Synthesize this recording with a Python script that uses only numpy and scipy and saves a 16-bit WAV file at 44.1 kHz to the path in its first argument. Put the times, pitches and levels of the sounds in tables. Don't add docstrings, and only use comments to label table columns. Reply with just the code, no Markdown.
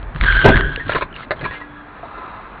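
import sys
import numpy as np
from scipy import signal
from scipy.io import wavfile

SR = 44100
rng = np.random.default_rng(int(sys.argv[2]) if len(sys.argv) > 2 else 0)


def undo_db(level):
    steps = np.asarray(level, float) / 20
    return 10 ** steps


def store_pcm(level_fs):
    pcm = np.round(np.clip(level_fs, -1, 1) * 32767).astype(np.int16)
    wavfile.write(sys.argv[1], SR, np.atleast_2d(pcm).T)


N = 114660


def in_time(rows):
    s, *columns = np.transpose(rows)
    return [np.interp(np.arange(N) / SR, s, c) for c in columns]


def rms_one(x):
    return x / np.sqrt(np.mean(np.abs(x) ** 2) + 1e-20)


def drift(rate_hz):
    r = np.exp(-2 * np.pi * rate_hz / SR)
    settled = signal.lfilter([1], [1, -2 * r, r * r], rng.standard_normal(N + SR))[SR:]
    return rms_one(settled)


def ring(clicks, hz, t60):
    r = undo_db(-60 / (t60 * SR))
    w = 2 * np.pi * hz / SR
    return signal.lfilter([0, np.sin(w)], [1, -2 * r * np.cos(w), r * r], clicks + 1e-18)


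def grains(per_s, spread_db):
    size = undo_db(spread_db * np.minimum(rng.exponential(1, N), 4.0)) * rng.choice([-1, 1], N)
    return rms_one(size * (rng.random(N) < per_s / SR))


def body(clicks, modes):
    out = 0
    for k, (hz, db, t60) in enumerate(modes):
        sign = (-1) ** k
        out = out + sign * undo_db(db) * ring(clicks, hz, t60) / np.sqrt(t60 * SR)
    return out


def hiss(spectrum, patchy_db):
    together = drift(3)
    edges = 40 * 2 ** np.arange(0, 7.6, .5)
    white = rng.standard_normal((2, N))
    hz, db = np.transpose(spectrum)
    out = 0
    for k, (low, high) in enumerate(zip(edges, edges[1:])):
        bandpass = signal.butter(2, [low, high], "band", fs=SR, output="sos")
        band = signal.sosfilt(bandpass, white[k % 2])
        level_db = np.interp(np.log(low * high) / 2, np.log(hz), db)
        flicker_db = patchy_db * (0.6 * together + drift(12.0))
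        out = out + band * undo_db(level_db + flicker_db)
    return rms_one(out)


def wavering(hz, wobble_hz, steady):
    pointer = steady + drift(wobble_hz) + 1j * drift(wobble_hz)
    return rms_one(pointer * np.exp(2j * np.pi * np.cumsum(hz) / SR))


# t/s, f/Hz, level/dB
TYRE_SQUEAL = [(.2, 1670, -54), (.235, 1671, -32.5), (.285, 1590, -8.5), (.34, 1520, -12.5),
               (.42, 1570, -10.5), (.47, 1500, -12.5), (.545, 1680, -12), (.62, 1538, -19),
               (.72, 1626, -24.5), (.86, 1630, -33.5), (1.0, 1663, -57), (1.4, 1670, -58),
               (1.46, 1669, -30), (1.56, 1670, -40.5), (1.66, 1660, -48.5), (1.76, 1660, -43),
               (1.84, 1614, -50), (1.9, 1660, -55)]
# t/s, level/dB, f/Hz
TYRE_SLIPS = [(0.27, -13, 1620), (0.278, -14, 1630), (0.286, -6, 1590), (0.304, -7, 1590),
              (0.318, -13, 1580), (0.339, -12, 1530), (0.367, -8, 1550), (0.38, -10, 1640),
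              (0.391, -10, 1570), (0.399, -9, 1550), (0.411, -10, 1600), (0.429, -10, 1580),
              (0.441, -11, 1530), (0.461, -7, 1530), (0.483, -11, 1590), (0.504, -12, 1540),
              (0.521, -15, 1550), (0.536, -13, 1620), (0.545, -9, 1700), (0.561, -13, 1610),
              (0.569, -16, 1720), (0.578, -14, 1630), (0.588, -18, 1580), (0.599, -17, 1550),
              (0.619, -18, 1650), (0.635, -18, 1560), (0.65, -20, 1620), (0.667, -19, 1650),
              (0.695, -19, 1650), (0.726, -23, 1620), (0.737, -23, 1630), (0.751, -25, 1570),
              (0.777, -27, 1670), (0.836, -31, 1630), (0.863, -30, 1610)]


def squeal():
    skirt_db, other_tyre_db, octave_db = -12.5, -11, -17
    t = np.arange(N) / SR
    hz, db = in_time(TYRE_SQUEAL)
    s, slip_db, slip_hz = np.transpose(TYRE_SLIPS)
    late = t > 1.2
    jitter = 1 + .006 * drift(28.7)

    between = np.sin(np.pi * np.interp(t, s, np.arange(len(s)))) ** 2
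    bursts_db = np.interp(t, s, slip_db) - 4 - 9 * between
    tone_db = np.where((t > s[0]) & (t < s[-1]), bursts_db, db)
    tone_hz = np.where(late, hz, np.interp(t, s, slip_hz))
    tone = wavering(tone_hz * jitter, wobble_hz=55.4, steady=5)

    other_tyre = ~late * wavering(1505 * jitter, 40, 0.45)
    skirt = tone * drift(200) + undo_db(other_tyre_db - skirt_db) * other_tyre

    octave = wavering(2 * hz * jitter * 1.02, 220, 0.15 + 0.76 * late)
    octave = octave * undo_db(0.03 * (db.max() - np.maximum(db, -45)))

    mix = undo_db(tone_db) * tone
    mix = mix + undo_db(db + skirt_db) * skirt
    mix = mix + undo_db(db + octave_db + 2.0 * late) * octave
    return np.sqrt(2) * np.real(mix)


# t/s, level/dB
CRUMPLE_FORCE = [(.13, -47), (.157, -33.5), (.2, -43), (.23, -27.5), (.4, -44.5), (.43, -32), (.45, -8),
                 (.488, -8), (.512, -12.5), (.57, -19.5), (.68, -28.5), (.85, -42), (.95, -34),
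                 (1.08, -41.5), (1.4, -43.5), (1.46, -30.5), (1.56, -54.5)]
# f/Hz, level/dB, t60/s
PANEL_MODES = [(97.2, -2.5, 0.036), (147.7, 0, 0.12), (225, -4.5, 0.044), (263, -3, 0.056),
               (330, -5.5, 0.027), (390, -4.5, 0.096), (500, -9.5, 0.0082)]
# f/Hz, level/dB, t60/s
SKIN_MODES = [(540, -5.5, 0.027), (648, -2.5, 0.051), (700, -2.5, 0.06), (897, -5, 0.058), (990, -5, 0.063),
              (1260, -4.5, 0.0096), (1900, -2, 0.012), (2190, -4.5, 0.005), (2750, -5.5, 0.0091)]


def crumple():
    folds_per_s, spread_db = 900, 4.04
    db, = in_time(CRUMPLE_FORCE)
    low = rms_one(body(grains(folds_per_s, spread_db), PANEL_MODES))
    bright = rms_one(body(grains(folds_per_s, spread_db), SKIN_MODES))
    bright_db = db.max() - 6.5 + 1.38 * (db - db.max())
    return undo_db(db) * low + undo_db(bright_db) * bright


# t/s, level/dB, f/Hz, t60/s
PANEL_BLOWS = [(0.151, -15, 143.4, 0.075), (.443, -11, 2980, 0.0077), (0.4471, -14, 405, 0.043),
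               (0.4521, -1, 421, 0.051), (.4585, -3, 638, 0.043), (0.4616, -4, 377, 0.045),
               (.4675, -27, 2750, 0.0086), (.4695, -16, 163, .08), (.478, -11, 540, 0.064),
               (.479, -10, 130, 0.1), (.487, -4.5, 783, 0.035), (.4912, -10.5, 2500, 0.0069),
               (.498, -10, 667, .04), (0.501, -9, 250, 0.047), (.521, -16, 390, 0.072),
               (0.55, -12, 147.2, 0.11), (0.595, -16, 390, 0.094), (.775, -22, 455, 0.034),
               (0.851, -25.5, 100.6, 0.27), (.864, -24.5, 276, 0.071), (0.879, -22.5, 147.3, 0.091),
               (.895, -10, 654, 0.015), (0.933, -24, 2880, 0.035), (.985, -23, 600, 0.044),
               (1.111, -44.5, 2850, 0.025), (1.127, -34.5, 3030, .02), (1.141, -32, 2840, 0.036),
               (1.163, -24, 2770, 0.016), (1.181, -36, 1370, 0.033), (1.195, -30, 1310, 0.025),
               (1.207, -29, 1300, .03), (1.232, -30.5, 2040, 0.023), (1.268, -28, 253, 0.034),
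               (1.308, -24.5, 1900, .05), (1.393, -36, 3230, 0.042), (1.426, -20, 140, 0.072),
               (1.48, -29, 100, 0.13)]


def blows():
    out = np.zeros(N + SR)
    t = np.arange(SR // 4) / SR
    for s, db, hz, t60 in PANEL_BLOWS:
        i = int(s * SR)
        rise = 1 - np.exp(-t * hz / 0.66)
        decay = undo_db(db + 3.5 - 60 * t / t60)
        out[i:i + len(t)] += rise * decay * np.sin(2 * np.pi * hz * t)
    return out[:N]


# t/s, level/dB, f/Hz
PLASTIC_SNAPS = [(0.029, -31.5, 3220), (0.1478, -24.5, 1960), (0.161, -15.5, 1700), (0.187, -30.5, 1966),
                 (0.2115, -3, 2180), (0.2378, -4.5, 1890), (0.2464, -8.5, 1820), (0.2584, -12.5, 2030),
                 (0.3246, -4, 2140), (0.5427, -13, 1800), (0.558, -3.5, 1916), (0.5693, -3, 2075),
                 (0.5758, -3, 1783), (0.6093, -3.5, 1814), (0.7606, -9, 2800), (0.9485, -10, 2000)]


def snaps():
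    t60 = .008
    out = np.zeros(N)
    for s, db, hz in PLASTIC_SNAPS:
        click = np.zeros(2000)
        click[0] = undo_db(db - 1.0)
        snap = ring(click, hz, t60)
        snap = snap - 0.56 * ring(click, hz * 0.58, t60)
        snap = snap + 0.53 * ring(click, min(hz * 1.607, 3900), t60 / 2)
        i = int(s * SR)
        out[i:i + len(snap)] += snap
    return out


# t/s, level/dB
SHELL_SHUDDER = [(0.0, -30.5), (0.12, -33.5), (0.2, -23.5), (0.22, -14), (0.29, -22), (0.37, -16.5),
                 (0.46, -28.5), (0.51, -12), (0.57, -11), (0.59, -20), (0.88, -40), (1.0, -32), (1.19, -51),
                 (1.5, -37.5), (1.52, -49), (2.6, -48)]


def shudder():
    db, = in_time(SHELL_SHUDDER)
    rumble_band = signal.butter(2, [18, 91], "band", fs=SR, output="sos")
    rumble = rms_one(signal.sosfilt(rumble_band, rng.standard_normal(N)))
    shell_hz = 43.82 * (1 + 0.047 * drift(5.1))
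    boom = np.sqrt(2) * np.real(wavering(shell_hz, wobble_hz=11, steady=1.4))
    return undo_db(db) * (boom + undo_db(-4) * rumble)


# t/s, level/dB, f/Hz, t60/s, own tone level/dB
LOOSE_KNOCKS = [(.445, -8, 399, 0.11, 8.5), (.797, -32, 1830, 0.082, 21), (.894, -10, 1400, 0.05, 7),
                (0.92, -12, 1500, 0.053, -6), (0.933, -19, 2070, 0.037, -2), (0.953, -9, 330, 0.07, 1.5),
                (0.949, -13, 1030, 0.087, 4.5), (0.983, -15.5, 2070, 0.028, 6), (1.01, -15, 1026, 0.094, 4),
                (1.021, -12, 1340, 0.047, -15), (1.3075, -8.5, 620, 0.078, -1.5),
                (1.411, -23, 567, .06, 0.5), (1.43, -23, 390, 0.047, 5.5), (1.442, -19, 1900, 0.045, 4),
                (1.451, -15.5, 1030, 0.079, 1.5), (1.51, -22, 1863, 0.11, 9), (1.535, -25.5, 2090, 0.16, 2),
                (1.604, -29, 1933, 0.15, 5), (2.03, -36.5, 698, 0.092, 17), (2.054, -44, 1000, 0.062, 23),
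                (2.178, -31, 990, 0.054, 11)]
# f/Hz, level/dB, t60/s
TRIM_MODES = [(330, -11, 0.027), (620, -2.5, 0.0092), (836, -7.5, 0.0062), (1030, -5.5, 0.022),
              (1338, -4, 0.024), (1660, -5, 0.0097), (2070, -5.5, .015), (2348, -8, 0.0092),
              (2850, -8.5, 0.0068), (3610, -9.5, 0.0032), (4440, -17.5, 0.0022)]


def knocks():
    out = np.zeros(N + SR)
    t = np.arange(SR // 4) / SR
    chatter = grains(per_s=5000, spread_db=1.7)
    colour_db = rng.normal(0, 4.8, (len(LOOSE_KNOCKS), len(TRIM_MODES)))
    for (s, db, hz, t60, own_db), tint in zip(LOOSE_KNOCKS, colour_db):
        i = int(s * SR)
        envelope = undo_db(-60 * t / t60) * (1 - np.exp(-t / 0.0036))
        push = np.resize(chatter[i:], len(t)) * envelope
        push[0] += 7.0
        modes = [(f, d + c, r) for (f, d, r), c in zip(TRIM_MODES, tint)]
        modes.append((hz, own_db, t60 / 2))
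        out[i:i + len(t)] += undo_db(db - 15.5 + 21.5) * body(push, modes)
    return out[:N]


# start t/s, length t/s, level/dB
LOOSE_SLIDES = [
    (0.138, 0.073, -37),
    (0.196, 0.086, -25.5),
    (0.246, 0.21, -27.5),
    (0.442, 0.097, -21),
    (0.539, 0.093, -29),
    (0.602, 0.46, -43.5),
    (0.87, 0.153, -31.5),
    (1.139, 0.12, -36),
    (1.347, 0.277, -45),
]


def slides():
    t = np.arange(N) / SR
    gate = 0
    for s, length, db in LOOSE_SLIDES:
        fade = np.minimum((t - s) / 0.023, (s + length - t) / 0.039)
        gate = gate + undo_db(db) * np.clip(fade, 0, 1)
    damped = [(hz, db + 5.0 * np.log2(hz / 1000), t60 * 0.44) for hz, db, t60 in TRIM_MODES]
    scratches = rms_one(body(grains(per_s=7500, spread_db=4.5), damped))
    return gate * undo_db(3.4 * drift(32)) * scratches


# f/Hz, level/dB (per Hz)
ROAD_SPECTRUM = [(35, -31), (60, -8.5), (188, -9.5), (296, -11), (442, -14), (1360, -9), (1520, -12.5),
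                 (1690, -13), (4590, -43), (5970, -99), (10100, -120)]
# f/Hz, level/dB (per Hz)
PASSING_SPECTRUM = [(240, -52.5), (400, 2), (1220, 10.5), (1850, -22.5), (2010, -27), (3900, -10),
                    (4590, -24), (5970, -82), (10100, -120)]
# f/Hz, level/dB, t60/s
WHINE_MODES = [(1024, 0, 0.12), (1213, -1, 0.31), (1305, 0, 0.06), (1398, -5, 0.14), (2027, -9.5, 0.13),
               (2670, -12, 0.013), (3840, -14, 0.0091)]


def street():
    t = np.arange(N) / SR
    dip = np.exp(-((t - 1.18) / 0.15) ** 2)
    road_db = -39 - 0.5 * (t < .6) - 2.5 * dip
    road = undo_db(road_db) * hiss(ROAD_SPECTRUM, patchy_db=1.5)

    idle = np.real(wavering(np.full(N, 294.4), wobble_hz=1.1, steady=1.4))
    hum = undo_db(-45) * np.clip((t - 1.5) / 0.11, 0, 1) * idle

    near = 1 / (1 + ((t - 2.242) / 0.26) ** 2)
    whine = rms_one(body(grains(per_s=4200, spread_db=4.9), WHINE_MODES))
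    roar = hiss(PASSING_SPECTRUM, patchy_db=1.1) + undo_db(1) * whine
    return road + hum + undo_db(-38) * near * roar


def scene():
    car = squeal() + crumple() + blows() + snaps() + shudder()
    cabin = knocks() + slides()
    return (car + cabin + street())[None]


def roll_off(x):
    return signal.sosfilt(signal.butter(12, 15570, fs=SR, output="sos"), x)


def record(dry):
    squash, ceiling, knee = 2.0, .98, 16
    mic = signal.butter(2, 3830, fs=SR, output="sos")
    top_cut = signal.cheby2(12, 70, 4206 * 1.326, fs=SR, output="sos")
    x = signal.sosfilt(mic, squash * np.tanh(dry / squash))
    x = signal.sosfilt(top_cut, x)
    x = x / (1 + np.abs(x / ceiling) ** knee) ** (1 / knee)
    x = x + undo_db(-95) * rng.standard_normal(x.shape)
    return roll_off(x)


dry = scene()
out = record(dry)
store_pcm(out)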